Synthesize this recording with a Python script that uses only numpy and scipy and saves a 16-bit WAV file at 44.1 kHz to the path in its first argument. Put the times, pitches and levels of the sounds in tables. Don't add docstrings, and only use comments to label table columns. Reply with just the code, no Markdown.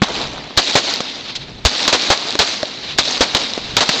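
import sys
import numpy as np
from scipy import signal
from scipy.fft import rfft, irfft, next_fast_len
from scipy.io import wavfile
from scipy.ndimage import uniform_filter1d

SR = 44100
rng = np.random.default_rng(int(sys.argv[2]) if len(sys.argv) > 2 else 0)


def persist_wave(psi):
    counts = np.round(np.clip(psi, -1, 1) * 32767).astype(np.int16)
    wavfile.write(sys.argv[1], SR, np.atleast_2d(counts).T)


N = 176400

# (time [s], level [dB])
RUMBLE_LEVELS = [(0, -38), (.25, -33), (.55, -46), (.65, -61), (1.15, -52.5), (1.38, -38.5), (1.52, -35.5),
                 (1.649, -37), (1.72, -48.5), (2.3, -62.5), (2.7, -55.5), (2.9, -37.5), (3.0, -36),
                 (3.079, -44), (3.521, -47), (3.62, -34), (3.77, -26), (3.9, -46)]
# (time [s], crack level [dB], crack decay [s], blast delay [s], blast level [dB],
# boom pitch [Hz], scatter level [dB], scatter length [s], echo body [dB], echo treble [dB],
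# echo delay [s])
NEAR_SHOTS = [ (0.0187, -16, .003, .0002, 14.5, 215, -12, 0.024, -21.5, -24, 0.16),
              (0.5741, 6, 0.0096, .003, -6.5, 167, -7.5, 0.026, -25, -17, 0.11),
              (0.7534, 4, 0.0063, .0003, 9, 134, -5.5, 0.032, -24.5, -19.5, 0.13),
              (1.6506, 12, 0.0097, .0010, 17.5, 62.7, -3.5, 0.015, -22, -17.5, 0.15),
              (1.8776, 3.5, 0.0045, .003, -5, 110, -12, 0.024, -26.5, -20.5, 0.13),
              (1.9262, -1, .010, .004, -7, 123, -6.5, 0.029, -28, -23.5, 0.15),
              (2.1020, 2, 0.0036, .0003, 5, 121, -6, 0.032, -28, -24.5, .17),
              (2.39, -1.5, 0.0097, .012, -4, 115, -7.5, 0.038, -26.5, -19, 0.087),
              (2.9848, 1.5, 0.011, .002, 1.5, 82, -17, 0.028, -25.5, -17.5, 0.12),
              (3.207, -0.5, 0.0052, .0006, 6, 71, -6, 0.03, -24.5, -25.5, 0.15),
              (3.3482, 8.5, 0.0021, .001, -3.5, 69, -13, 0.022, -27, -20.5, 0.045),
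              (3.767, 9, 0.0037, .002, -1.5, 88, -9, 0.026, -29, -22.5, 0.12),
              (3.806, -5, 0.0069, .002, -5.5, 79.6, -7.5, 0.029, -27.5, -21.5, 0.12),
              (3.8904, 6, 0.0036, .001, 0, 86, -23, 0.017, -22.5, -19.5, 0.19)]
# (middle time [s], level [dB], half-width [s])
TREE_ECHOES = [(.21, -38, 0.031), (1.10, -34, 0.025), (1.265, -31, 0.025), (1.302, -26, 0.016),
               (1.425, -33, 0.021), (2.731, -36, 0.04), (2.841, -28, 0.017), (2.905, -25, 0.041),
               (3.70, -30, 0.11)]
# (time [s], level [dB], length [s])
THIN_CRACKS = [(0.5675, -21, 0.0061), (1.352, -20.5, 0.016), (1.645, -35, 0.0067), (2.977, -20, 0.0054),
               (3.018, -22, 0.0033), (3.367, -9.5, 0.0062), (3.535, -16, 0.0022)]
# (time [s], level [dB])
SHARP_TICKS = [(0.7453, -7), (0.939, -6), (0.96, -12), (1.695, -7), (1.83, -12), (2.022, -10), (2.042, -15),
               (2.1760, -7.5), (2.286, -12), (2.3070, -7), (2.3258, -13), (3.054, -13), (3.1782, -11)]
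# (time [s], snap level [dB], knock level [dB], thud level [dB], thud pitch [Hz])
DULL_SHOTS = [(1.005, -6, -12, -16, 539.8), (2.3532, -6.5, -8, -12, 544), (2.63, -10, -9, -4, 604),
              (3.5772, -15, -10.5, -16, 447)]
# (frequency [Hz], relative level [dB])
AIR_TONE = [(20, -17.5), (100, 3.5), (300, 4), (700, -10.5), (1500, -10), (4000, -8), (6500, -41),
            (9000, -40)]
RUMBLE_TONE = [(20, -9.5), (45, -3), (90, -10), (140, -3), (250, -13.5), (500, -22.5), (1200, -45),
               (5000, -42)]
CRACK_TONE = [(100, -4), (600, -15), (1500, -9), (2800, -8), (4100, -0.5), (5300, -8.5), (7200, -15),
              (9000, -20.5)]
BLAST_TONE = [(30, 2), (100, -8), (220, 5), (600, 5), (1200, -7.5), (2500, -7.5), (8000, -64)]
SCATTER_TONE = [(40, -37), (150, -6), (400, 1), (750, 4), (1400, -1.5), (2700, -4), (4000, 2), (5300, -6),
                (7200, -12), (9000, -15)]
ECHO_BODY_TONE = [(30, -30), (110, -13), (250, 3.5), (400, 0.5), (700, 2.5), (1300, -3), (2200, -7),
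                  (4000, -5.5), (8000, -54.5)]
ECHO_TREBLE_TONE = [(300, -36.5), (1200, -17), (2200, -7.5), (3100, -6.5), (3850, 0.2), (4550, -1.9),
                    (5300, -8), (7200, -15), (9000, -22)]
TREE_TONE = [(100, -24), (500, -6.5), (1500, -8), (2800, -1.5), (4100, 2), (5300, -10.5), (7200, -20),
             (9000, -29)]
KNOCK_TONE = [(40, -23), (200, 5.5), (450, 8), (900, 0), (1700, -7.5), (2600, -15), (8000, -22.5)]
# (frequency [Hz], time to fade by 60 dB [s])
ECHO_FADE_TIMES = [(100, 5.7), (500, 3.4), (1500, 2.56), (4000, 2.5), (8000, 1.49)]
# (frequency [Hz], gain [dB])
MICROPHONE_TONE = [(20, -9), (50, -3), (6500, 0.5), (7500, -2), (8200, -10.5), (8800, -20.5), (9400, -61.5)]


def amp(db):
    return 10 ** (np.asarray(db) / 20)


def evened(x):
    return x / np.sqrt(np.mean(x ** 2) + 1e-20)


def look_up(table, hz):
    row_hz, value = np.transpose(table)
    return np.interp(np.log(hz + 1), np.log(row_hz + 1), value)


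def add(mix, start_s, sound):
    part = mix[max(round(start_s * SR), 0):][:len(sound)]
    part += sound[:len(part)]


def colour(x, tone):
    size = next_fast_len(len(x) + SR // 20)
    gain = amp(look_up(tone, np.fft.rfftfreq(size, 1 / SR)))
    return irfft(rfft(x, size) * gain, size)[:len(x)]


def noise(tone, size):
    return evened(colour(rng.standard_normal(size), tone))


def wander(seconds, size):
    hz = np.fft.rfftfreq(size, 1 / SR)
    return evened(irfft(rfft(rng.standard_normal(size)) * np.exp(-(hz * seconds) ** 2), size))


def smooth(x, seconds):
    keep = np.exp(-1 / (seconds * SR))
    return signal.lfilter([1 - keep], [1, -keep], x)


def open_air():
    return amp(-41.5) * noise(AIR_TONE, N)


def rumble():
    level_db = np.interp(np.arange(N) / SR, *np.transpose(RUMBLE_LEVELS))
    lumps_db = 2 * wander(0.02, N)
    return amp(level_db + lumps_db) * noise(RUMBLE_TONE, N)


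def near_shots():
    out, t = np.zeros(N), np.arange(SR // 5) / SR
    for start, crack_db, crack_s, delay_s, blast_db, boom_hz, scatter_db, scatter_s, *_ in NEAR_SHOTS:
        crack_shape = np.minimum(t / 0.0011, 1) * np.exp(-t / crack_s)
        add(out, start, amp(crack_db) * crack_shape * noise(CRACK_TONE, len(t)))
        boom_s = 0.0016 * np.exp(0.0758 * blast_db)
        boom = -amp(1) * np.sin(2 * np.pi * boom_hz * t) * np.exp(-t / boom_s)
        roar = np.exp(-t / 0.0032) * noise(BLAST_TONE, len(t))
        add(out, start + delay_s, amp(blast_db) * (boom + roar))
        scatter_shape = np.minimum(t / 0.00074, 1) / np.sqrt(1 + (t / scatter_s) ** 8)
        roughness = amp(2 * wander(0.00098, len(t)))
        add(out, start, amp(scatter_db) * scatter_shape * roughness * noise(SCATTER_TONE, len(t)))
    return out


def echo(tone, delay_s):
    size, grains_per_s = 2 * SR, 7000
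    t = np.arange(size) / SR
    grains = rng.standard_normal(size) * (rng.random(size) < grains_per_s / SR)
    grains *= amp(2.5 * np.minimum(rng.exponential(1, size), 4))
    hz, times, bands = signal.stft(evened(colour(grains, tone)), SR, nperseg=256)
    fade = amp(-60 * np.maximum(times - delay_s, 0) / look_up(ECHO_FADE_TIMES, hz)[:, None])
    patches = uniform_filter1d(rng.standard_normal(bands.shape), size=4, axis=0)
    patches = evened(uniform_filter1d(patches, size=6, axis=1))
    wash = signal.istft(bands * fade * amp(2.5 * patches), SR, nperseg=256)[1][:size]
    early_share, late_share = 0.68, 0.49
    rise_s, hold_s, fall_s = 0.011, 0.067, 0.031
    swell = early_share + (1 - early_share) * (1 + np.tanh((t - delay_s) / rise_s + 1)) / 2
    settle = late_share + (1 - late_share) * (1 - np.tanh((t - delay_s - hold_s) / fall_s)) / 2
    return wash * swell * settle * np.minimum(t / 0.02, 1)


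def bank_echoes():
    out = np.zeros(N)
    for start, *_, body_db, treble_db, delay_s in NEAR_SHOTS:
        body = amp(body_db) * echo(ECHO_BODY_TONE, delay_s)
        treble = amp(treble_db) * echo(ECHO_TREBLE_TONE, delay_s)
        add(out, start, (body + treble) * amp(0.6 * wander(0.018, len(body))))
    return out


def tree_echoes():
    t = np.arange(N) / SR
    swells = sum(amp(db) * np.exp(-((t - middle) / width) ** 2) for middle, db, width in TREE_ECHOES)
    return swells * noise(TREE_TONE, N) * amp(0.6 * wander(0.003, N))


def thin_cracks():
    out, t = np.zeros(N), np.arange(SR // 10) / SR
    for start, db, length_s in THIN_CRACKS:
        shape = np.minimum(t / 0.001, 1) / np.sqrt(1 + (t / length_s) ** 8)
        add(out, start, amp(db) * shape * noise(ECHO_TREBLE_TONE, len(t)))
    return out


def ticks():
    out, t = np.zeros(N), np.arange(SR // 20) / SR
    ping = 2.46 * np.cos(2 * np.pi * 4200 * t)
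    shape = np.exp(-(t / 0.0005) ** 2)
    for start, db in SHARP_TICKS:
        add(out, start, amp(db) * shape * (noise(CRACK_TONE, len(t)) + ping))
    return out


def dull_shots():
    out, t = np.zeros(N), np.arange(SR // 10) / SR
    snap_s, knock_s, thud_s = 0.0013, 0.0032, 0.003
    thud_shape = 2 * np.sqrt(t / thud_s) * np.exp(-t / thud_s)
    for start, snap_db, knock_db, thud_db, thud_hz in DULL_SHOTS:
        snap = amp(snap_db) * np.exp(-t / snap_s) * noise(CRACK_TONE, len(t))
        knock = amp(knock_db) * np.exp(-t / knock_s) * noise(KNOCK_TONE, len(t))
        thud = -amp(thud_db) * thud_shape * np.sin(2 * np.pi * thud_hz * t)
        add(out, start, snap + knock + thud)
    return out


def scene():
    near_fire = near_shots() + bank_echoes() + tree_echoes()
    return (near_fire + rumble() + dull_shots() + thin_cracks() + ticks() + open_air())[None]


def record(dry):
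    overload, ceiling = 0.74, 0.7
    dip_above_db, dip_share, recover_db_per_s = -16, 0.4, 73.5
    rounded = dry[0] / (1 + abs(dry[0] / overload) ** 3) ** (1 / 3)
    level_db = 10 * np.log10(smooth(rounded ** 2, 0.0059) + 1e-12)
    excess_db = np.maximum(level_db - dip_above_db, 0)
    recovery_db = np.arange(N) / SR * recover_db_per_s
    dip_db = np.maximum.accumulate(dip_share * excess_db + recovery_db) - recovery_db
    dipped = rounded * amp(-smooth(dip_db, 0.019))
    clipped = np.clip(colour(dipped, MICROPHONE_TONE), -ceiling, ceiling)
    treble_cut = signal.firwin(511, cutoff=16200, window=("kaiser", 9), fs=SR)
    return signal.oaconvolve(clipped, treble_cut, "same")[None]


dry = scene()
out = record(dry)
persist_wave(out)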